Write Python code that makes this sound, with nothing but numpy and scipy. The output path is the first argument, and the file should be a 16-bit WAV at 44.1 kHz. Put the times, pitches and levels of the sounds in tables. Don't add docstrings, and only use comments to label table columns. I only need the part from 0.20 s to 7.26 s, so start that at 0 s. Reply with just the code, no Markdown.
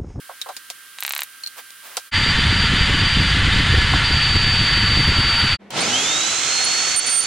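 import sys
import numpy as np
from scipy import signal
from scipy.fft import rfft, irfft, next_fast_len
from scipy.io import wavfile
from scipy.ndimage import uniform_filter1d

SR = 44100
rng = np.random.default_rng(int(sys.argv[2]) if len(sys.argv) > 2 else 0)


def dump_mix(stems):
    frames = np.atleast_2d(stems).T
    limited = np.clip(frames, -1, 1)
    pcm = np.round(limited * 32767).astype(np.int16)
    wavfile.write(sys.argv[1], SR, pcm)


N = 311346
TIME_S = np.arange(N) / SR

# (frequency [Hz], density [dB per Hz])
ROOM_HISS = [(30, -24), (110, -17), (400, -19), (850, -18), (1300, 1), (1900, -1.5), (2500, -4.5),
             (3200, -4), (4300, -5), (6500, -9), (9500, -4.5), (13000, -7), (16000, -9.5)]
WIDE_HISS = [(60, -26), (300, 9), (1500, -10), (9000, 4.5), (11500, -16), (15000, -28)]
IDLE_HUM = [(29, -55), (50, -16), (93, -24), (207, -14), (484, -14.5), (1420, -26), (2150, -25.5),
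            (12000, -56), (15600, -104), (22000, -120)]
CRACK = [(100, -13), (900, -7), (4000, 9.5), (8000, 6), (11000, 1), (16000, -4)]
CLOTH = [(100, -29), (450, -4), (900, 3.5), (2500, 0), (6000, -6), (16000, -4.5)]
BUFFET = [(15, -3), (40, -0.5), (100, 2), (160, -5), (230, -11.5), (350, -25.5), (600, -32), (1300, -75)]
RUSH_FRONT = [(200, -11.5), (600, -12.5), (1100, -4.5), (1600, -3), (2450, -0.5), (3200, 1.5), (4000, -4),
              (4700, -4.5), (5500, -18.5), (7200, -17), (9300, -25), (10200, -33.5), (12700, -42.5),
              (14000, -70)]
RUSH_BEHIND = [(20, -19), (110, -7.5), (300, -5.5), (750, -3.5), (1500, 0), (2700, 3), (4600, 1),
               (7500, -8), (9600, -11.5), (10500, -26), (13000, -28), (15500, -43)]
VENT_HISS = [(1000, -28), (4400, -12.5), (5600, -1.5), (6500, 3.5), (7500, -1), (8800, -15.5),
             (10500, -23.5), (15000, -51)]
# (frequency [Hz], correlation [-1..1])
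STEREO_LIKENESS = [(60, 0.34), (290, 0.97), (700, 0.65), (1400, 0.66), (3100, 0.84), (6800, 0.13),
                   (15000, 0.034)]

# (frequency [Hz], width [Hz], gain [dB])
THUD_MODES = [(560, 100, 8), (734, 130, 6), (916, 44, -27), (980, 190, -1.5), (1340, 92, -3)]
POP_MODES = [(1110, 350, -7.5), (2260, 1700, 2.5), (3876, 440, 2), (7500, 4100, -1.5)]
SNAP_MODES = [(4220, 490, -6), (9200, 6640, -9.5), (12100, 330, 4), (14900, 7300, -12)]
LOW_GEAR_MODES = [(931, 45, -5), (1154, 35, -6), (1372, 55, 0), (1461, 40, -2)]
HIGH_GEAR_MODES = [(1724, 40, 0), (1830, 90, 0), (2007, 120, 0), (3020, 90, 0), (3487, 60, -2)]
HIGH_HISS_MODES = [(10880, 35, 17), (13400, 130, -7)]
HOUSING_MODES = [(760, 81, 0), (1343, 57, 6), (1475, 63, 2), (2140, 49, 2), (3030, 33, -7), (3260, 85, 4.5),
                 (3860, 20, -33)]
VENT_MODES = [(5750, 60, 5), (6520, 44, -1), (6400, 80, -8), (6850, 53, -7)]

# (frequency [Hz], level [dB])
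SHOP_TONES = [(1583, -51.5), (2880, -61.5), (3165, -59.5), (6325, -71), (9491, -58.5), (11068, -72)]
# (time [s], thud [dB], clink [dB], clink pitch [Hz], crack [dB], clink t60 [s])
KNOCKS = [(0.092, -36, -70, 3800, -77.5, 0.19), (0.215, -63, -21.5, 3800, -25, 0.053),
          (0.259, -33.5, -70, 3800, -60, 0.16), (0.2885, -28.5, -44, 4000, -41.5, 0.15),
          (0.366, -48, -35, 4440, -28, 0.06), (0.501, -39, -42, 4680, -26.5, 0.069),
          (1.236, -66, -21.5, 4260, -32.5, 0.046), (1.262, -60, -18.5, 4250, -33, 0.022),
          (1.272, -65, -24, 4350, -30, 0.041), (1.505, -58, -55, 4370, -28.5, .015),
          (1.769, -24.5, -47, 4000, -21, 0.09), (3.735, -11.5, -49, 3820, -40, 0.035),
          (5.505, -37, -34, 3210, -33, 0.052), (5.574, -32, -24, 2900, -36, 0.037)]
# (time [s], level [dB], half length [s])
BRUSHES = [(1.389, -34.5, 0.014), (1.66, -40, 0.019), (1.73, -41, 0.039)]
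# (time [s], exhaust buffeting [dB], low gear band [dB], high gear band [dB])
BORING_LEVELS = [(1.97, -23, -27, -23.5), (2.01, -22, -29, -24), (2.54, -18, -28, -24),
                 (2.9, -21, -30, -24.5), (3.29, -18, -29, -24), (3.83, -22, -27.5, -24),
                 (4.17, -20, -30.5, -27.5), (4.3, -20.5, -32.5, -25), (4.34, -29.5, -29.5, -26.5),
                 (4.41, -17, -32, -28), (4.49, -25, -31, -25), (4.54, -20, -29, -24),
                 (4.65, -21, -29.5, -25), (5.28, -25.5, -26, -27), (5.32, -25.5, -27, -29)]
# (time [s], depth [dB], half length [s])
WHINE_FADES = [(2.14, 4.5, .025), (2.3, 2.5, .1), (2.52, 15, 0.036), (2.72, 9, .03), (3.19, 10.5, 0.096),
               (3.58, 5.5, 0.25)]
# (time [s], mid pitch [Hz], level [dB], half length [s])
CHIPS = [(2.042, 3630, -22, .006), (2.245, 3540, -23, .006), (2.75, 3030, -23, .006),
         (2.85, 3420, -25, .005), (2.95, 3100, -24, .007), (3.33, 3690, -22, .009)]
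# (frequency [Hz], level [dB])
WHINE_RESPONSE = [(1900, -35), (2890, -34), (3030, -20.5), (3450, -27), (3800, -24.5), (4150, -31),
                  (4280, -22.5), (4490, -26)]
# (time [s], length [s], end level [dB], held pitch [Hz], catch bend [Hz], release bend [Hz])
SQUEALS = [(5.603, 0.021, -27, 8860, -150, 152), (6.441, 0.019, -23, 9300, 150, -150),
           (6.758, 0.043, -10, 8890, -100, 700), (6.859, 0.029, -20.5, 9130, 450, -200),
           (6.891, 0.12, -9.5, 8850, 650.5, 250), (7, 0.047, -21, 9200, -200, 150)]

SPUTTER_START_S, SPUTTER_PERIOD_S, QUICKEN_S = .8058, .0298, .00016
POP_LEAD_S, STUMBLE_S = .0146, .0048
POP_DB, FIRST_POP_DB, SNAP_DB, SPUTTER_SPREAD_DB = -6, -13.5, -6.5, .5

BORE_START_S, BORE_STOP_S = 1.91, 5.372
BUFFET_DB, LOW_GEAR_DB, HIGH_GEAR_DB, GEAR_SWING = -22, -32.5, -25.5, 1.55
RUSH_DB = -21
BITE_S, BITE_TAKES_S = 3.83, 0.27
LIGHT_CUT_HZ, DEEP_CUT_HZ = 4654, 4605
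WHINE_DB, BITE_WHINE_RISE_DB = -24.5, 3.5
FLUTTER_DB, FLUTTER_RATE_HZ = -37, 19
CHIP_GLIDE_HZ_PER_S = 5000

SURGE_START_S, SURGE_S, CREEP_S, SURGE_SHARE = 5.464, .144, .454, .53
TOP_BLADE_HZ = 4550
BEHIND_RUSH_DB, STRAIN_RUSH_DB = -24, 4
VENT_DB, STRAIN_VENT_DB = -27.5, -24
VENT_RING_RE_HISS_DB = -14.5
RESTART_S, RESTART_EDGE_S = 5.503, 0.0027
AIR_START_DB, AIR_ATTACK_S = -19.5, 0.077

BEND_S, SQUEAL_EDGE_S = .0055, 0.0053
SQUEAL_GROWTH_DB_PER_S = 86
SQUEAL_WOBBLE = .002

SENSE_HZ, KNEE_DB, SQUEEZE, SENSE_S = 8800, -22.5, 0.52, 0.014
RELEASE_DB_PER_S = 61
CUTOFF_HZ = 16900


def from_db(db):
    return 10 ** (np.asarray(db) / 20)


def rms_one(x):
    return x / np.sqrt(np.mean(x ** 2) + 1e-20)


def in_time(rows):
    s, *columns = np.transpose(rows)
    return [np.interp(TIME_S, s, c) for c in columns]


def at_hz(points, hz):
    f, value = np.transpose(points)
    return np.interp(np.log(np.maximum(hz, 1)), np.log(f), value)


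def between(start_s, stop_s, fade_s):
    edge_s = np.minimum(TIME_S - start_s, stop_s - TIME_S)
    return np.sin(np.pi / 2 * np.clip(edge_s / fade_s, 0, 1)) ** 2


def bump(at_s, half_s):
    return np.exp(-.5 * ((TIME_S - at_s) / half_s) ** 2)


def pan(right_db):
    return from_db(np.array([[-.5], [.5]]) * right_db)


def drift(rate_hz):
    r = np.exp(-40 * np.pi * rate_hz / SR)
    kicks = rng.standard_normal(N // 20 + 2002)
    slow = signal.lfilter([1], [1, -2 * r, r * r], kicks)[2000:]
    return np.interp(np.arange(N) / 20, np.arange(len(slow)), rms_one(slow))


def noise(spectrum, stereo=False):
    size = next_fast_len(N)
    hz = np.arange(size // 2 + 1) * SR / size
    mid, side = rfft(rng.standard_normal((2, size))) * from_db(at_hz(spectrum, hz))
    if stereo:
        alike = np.clip(at_hz(STEREO_LIKENESS, hz), -1, 1)
        mid = np.sqrt(1 + alike) * mid + np.sqrt(1 - alike) * side * [[1], [-1]]
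    return rms_one(irfft(mid, size)[..., :N])


def resonate(x, modes):
    out = 0
    for hz, width_hz, db in modes:
        r = np.exp(-np.pi * width_hz / SR)
        poles = [1, -2 * r * np.cos(2 * np.pi * hz / SR), r * r]
        peak_gain = from_db(db) * (1 - r * r) / 2
        out = out + peak_gain * signal.lfilter([1, 0, -1], poles, x + 1e-18)
    return out


def ringing(modes):
    hz = np.array(modes)[:, 0]
    edges_hz = [hz.min() * 3 / 4, min(hz.max() * 4 / 3, SR * .4)]
    band = signal.butter(2, edges_hz, "band", fs=SR, output="sos")
    drive = signal.sosfilt(band, rng.standard_normal(N))
    return rms_one(resonate(drive, modes))


def tone(hz):
    return np.sqrt(2) * np.sin(2 * np.pi * (np.cumsum(hz * np.ones(N)) / SR + rng.random()))


def decays(times_s, levels_db, t60s_s, rise_s):
    out = np.zeros(N)
    age = TIME_S[:SR // 2]
    for s, db, t60 in zip(times_s, levels_db, t60s_s):
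        at = int(s * SR)
        out[at:at + len(age)] += from_db(db - 60 * age / t60) * (1 - np.exp(-age / rise_s))
    return out


def clutter(x, echo_db, spread_s, count=24):
    out = x.copy()
    for late, size in zip(rng.random(count), rms_one(rng.standard_normal(count))):
        lag = int((.002 + late * spread_s) * SR)
        out[..., lag:] += from_db(echo_db) * size / np.sqrt(count) * x[..., :N - lag]
    return out / np.sqrt(1 + from_db(echo_db) ** 2)


def workshop():
    tones = sum(from_db(db) * tone(hz * (1 + 0.00053 * drift(7.4))) for hz, db in SHOP_TONES)
    diffuse = from_db(-62) * np.array([noise(WIDE_HISS), noise(WIDE_HISS)])
    before = (from_db(-43.5) * noise(ROOM_HISS, stereo=True) + tones + diffuse) * pan(right_db=3.0)
    pause = from_db(-48) * noise(IDLE_HUM, stereo=True) + from_db(-48.5) * tone(200)
    return before * between(-1, 1.915, fade_s=0.046) + pause * between(5.385, 5.65, fade_s=0.035)


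def handling():
    s, thud_db, clink_db, clink_hz, crack_db, t60 = np.transpose(KNOCKS)
    rattle = decays(s, thud_db, t60 / 2, rise_s=0.0025) * noise(CLOTH, stereo=True)
    hollow = signal.butter(2, [380, 1500], "band", fs=SR, output="sos")
    thuds = from_db(13.0) * signal.sosfilt(hollow, resonate(rattle, THUD_MODES))

    pitch_hz = clink_hz[np.maximum(np.searchsorted(s, TIME_S) - 1, 0)]
    sides = np.array([tone(pitch_hz * (1 + 0.032 * drift(202))) for side in range(2)])
    clinks = decays(s, clink_db, t60, rise_s=0.00037) * sides

    contact = decays(s, crack_db + 7.5, t60 / 10, rise_s=.0001)
    tail = decays(s, crack_db + 0.5, t60, rise_s=0.0016)
    cracks = (contact + tail) * noise(CRACK, stereo=True)

    brushing = sum(from_db(db) * bump(at, half) for at, db, half in BRUSHES)
    return (thuds + clinks + cracks + brushing * noise(CLOTH, stereo=True)) * pan(right_db=1.5)


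def spits(events, modes, width_s, tail_db, tail_t60_s):
    s, db = np.transpose(events)
    clicks = np.zeros(N)
    clicks[(s * SR).astype(int)] = from_db(db)

    shared = rms_one(rng.standard_normal(N) * from_db(3.5 * drift(460)))
    droplets = shared + .35 * rng.standard_normal((2, N))
    spatter = decays(s, db + tail_db, np.full(len(s), tail_t60_s), rise_s=0.0009) * droplets

    pulse = signal.windows.gaussian(33, width_s * SR)
    height = np.abs(resonate(np.pad(pulse, (0, SR // 10)), modes)).max()
    rung = resonate(clicks + spatter, modes)
    sound = signal.fftconvolve(rung, pulse[None], mode="same") / height
    no_bass = signal.butter(4, 600, "high", fs=SR, output="sos")
    return signal.sosfilt(no_bass, sound)


def oil_can(count=9):
    k = np.arange(count)
    snap_s = SPUTTER_START_S + k * (SPUTTER_PERIOD_S - QUICKEN_S * k)
    pop_s = snap_s - POP_LEAD_S - STUMBLE_S * (-1) ** k * (k < 2)
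    pop_db, snap_db = SPUTTER_SPREAD_DB * rng.standard_normal((count, 2)).T
    pop_db = pop_db + np.where(k == 0, FIRST_POP_DB, POP_DB)
    snap_db = snap_db + SNAP_DB
    pops = spits(np.c_[pop_s, pop_db], POP_MODES, width_s=.00003, tail_db=-31.0, tail_t60_s=0.094)
    snaps = spits(np.c_[snap_s, snap_db], SNAP_MODES, width_s=.000006, tail_db=-26, tail_t60_s=0.04)
    return pops + snaps


def boring():
    buffet_db, low_db, high_db = in_time(BORING_LEVELS) - np.mean(BORING_LEVELS, axis=0)[1:, None]
    bite = between(BITE_S, np.inf, fade_s=BITE_TAKES_S)
    blade_hz = (LIGHT_CUT_HZ + (DEEP_CUT_HZ - LIGHT_CUT_HZ) * bite) * (1 + .0007 * drift(12))

    rush = from_db(RUSH_DB + 0.69 * drift(60)) * noise(RUSH_FRONT)
    low_gear = from_db(LOW_GEAR_DB + GEAR_SWING * low_db) * ringing(LOW_GEAR_MODES)
    high_gear = from_db(HIGH_GEAR_DB + GEAR_SWING * high_db) * ringing(HIGH_GEAR_MODES)
    around = from_db(-58.0) * noise(WIDE_HISS) * [[1], [-1]]
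    roar = clutter(rush, echo_db=-9.5, spread_s=.02) + low_gear + high_gear + around

    fade_db = sum(db * bump(at, half) for at, db, half in WHINE_FADES)
    whine_db = WHINE_DB + BITE_WHINE_RISE_DB * bite - fade_db
    flutter = from_db(FLUTTER_DB) * drift(FLUTTER_RATE_HZ)
    whine = (from_db(whine_db) + flutter) * tone(blade_hz)
    commutator = from_db(-50.5 + 2.3 * drift(33)) * tone(2 * blade_hz)

    high_hiss = from_db(-53.5 + 4.4 * drift(7.7)) * ringing(HIGH_HISS_MODES)
    high_hiss = high_hiss * between(3.9, 5.8, fade_s=0.89)

    gust = drift(32)
    eddy_noise = noise([(100, -8), (280, 7.5), (500, -5.5), (1200, -41)])
    eddies = from_db(-25.5 + 10.7 * np.minimum(gust, 2)) * eddy_noise
    wind = from_db(BUFFET_DB + buffet_db) * (from_db(2.5 * gust) * noise(BUFFET) + eddies)
    heard = between(BORE_START_S, BORE_STOP_S, fade_s=0.042)
    return (roar + whine + commutator + high_hiss + wind) * heard


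def chips():
    out = 0
    for at_s, hz, db, half_s in CHIPS:
        pitch_hz = hz * (1 + 0.0039 * drift(110)) + CHIP_GLIDE_HZ_PER_S * (TIME_S - at_s)
        out = out + from_db(db) * bump(at_s, half_s) * tone(pitch_hz)
    return out


def spin_up(blades=12):
    age = np.maximum(TIME_S - SURGE_START_S, 0)
    strain = SURGE_SHARE * np.exp(-age / SURGE_S) + (1 - SURGE_SHARE) * np.exp(-age / CREEP_S)
    blade_hz = TOP_BLADE_HZ * (1 - strain) * (1 + 0.00098 * drift(28))

    rush_db = BEHIND_RUSH_DB + STRAIN_RUSH_DB * strain + .5 * drift(36)
    rush = from_db(rush_db) * noise(RUSH_BEHIND, stereo=True)
    slots = noise(VENT_HISS, stereo=True) + from_db(VENT_RING_RE_HISS_DB) * ringing(VENT_MODES)
    vents = from_db(VENT_DB + STRAIN_VENT_DB * strain ** 2) * slots * pan(right_db=14.5)
    housing = from_db(rush_db - 11.0) * ringing(HOUSING_MODES) * pan(right_db=12.5)
    growl_spectrum = [(40, -18), (120, 2.5), (400, 0), (750, 5), (1300, -8), (4000, -45)]
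    growl = from_db(rush_db + 1.0) * strain * noise(growl_spectrum, stereo=True)
    roar = clutter(rush + vents + housing + growl, echo_db=-14, spread_s=.025)

    whine = from_db(at_hz(WHINE_RESPONSE, blade_hz) + 1.74 * drift(24)) * tone(blade_hz)
    commutator_hz = 2 * blade_hz * (1 + .02 * strain * drift(200))
    commutator = from_db(-42 + 24 * strain + 1.5 * drift(25)) * tone(commutator_hz) * pan(right_db=5)
    unbalance = from_db(-30 + 2 * drift(15)) * strain * tone(blade_hz / blades)
    high_hiss = from_db(-50.0 + 1.8 * drift(6.4)) * ringing(HIGH_HISS_MODES)
    tones_and_hiss = (whine + commutator + unbalance + high_hiss) * between(5.56, np.inf, fade_s=.05)

    attack_db = AIR_START_DB * np.clip(1 - (TIME_S - RESTART_S) / AIR_ATTACK_S, 0, 1)
    air = roar * from_db(attack_db) * between(RESTART_S, np.inf, fade_s=RESTART_EDGE_S)
    return air + tones_and_hiss


def squeals():
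    shriek = strength = 0
    for s, length, db, hz, catch_hz, release_hz in SQUEALS:
        age = np.clip(TIME_S - s, 0, length)
        catch = catch_hz * np.exp(-age / BEND_S)
        release = release_hz * np.exp((age - length) / BEND_S)
        pitch_hz = hz + catch + release
        level_db = db - SQUEAL_GROWTH_DB_PER_S * (length - age) + 1.2 * drift(80)
        grip = from_db(level_db) * between(s, s + length, fade_s=SQUEAL_EDGE_S)
        shriek = shriek + grip * tone(pitch_hz * (1 + SQUEAL_WOBBLE * drift(145)))
        strength = strength + grip
    recorder_tone = from_db(-29) * strength * tone(15000 * (1 + .01 * drift(15)))
    return (shriek + recorder_tone) * pan(right_db=7.5)


def scene():
    return workshop() + handling() + oil_can() + boring() + chips() + spin_up() + squeals()


def record(dry):
    sense = [(SENSE_HZ, 2000, 0)]
    treble = resonate(resonate(dry, sense), sense)
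    power = uniform_filter1d(np.mean(treble ** 2, axis=0), int(SENSE_S * SR))
    duck_db = SQUEEZE * 10 * np.log10(1 + power / from_db(KNEE_DB) ** 2)
    release_db = RELEASE_DB_PER_S * TIME_S
    duck_db = np.maximum.accumulate(duck_db + release_db) - release_db
    top_cut = signal.cheby2(16, 70, CUTOFF_HZ, fs=SR, output="sos")
    return signal.sosfilt(top_cut, from_db(-duck_db) * dry)


dry = scene()
out = record(dry)
dump_mix(out)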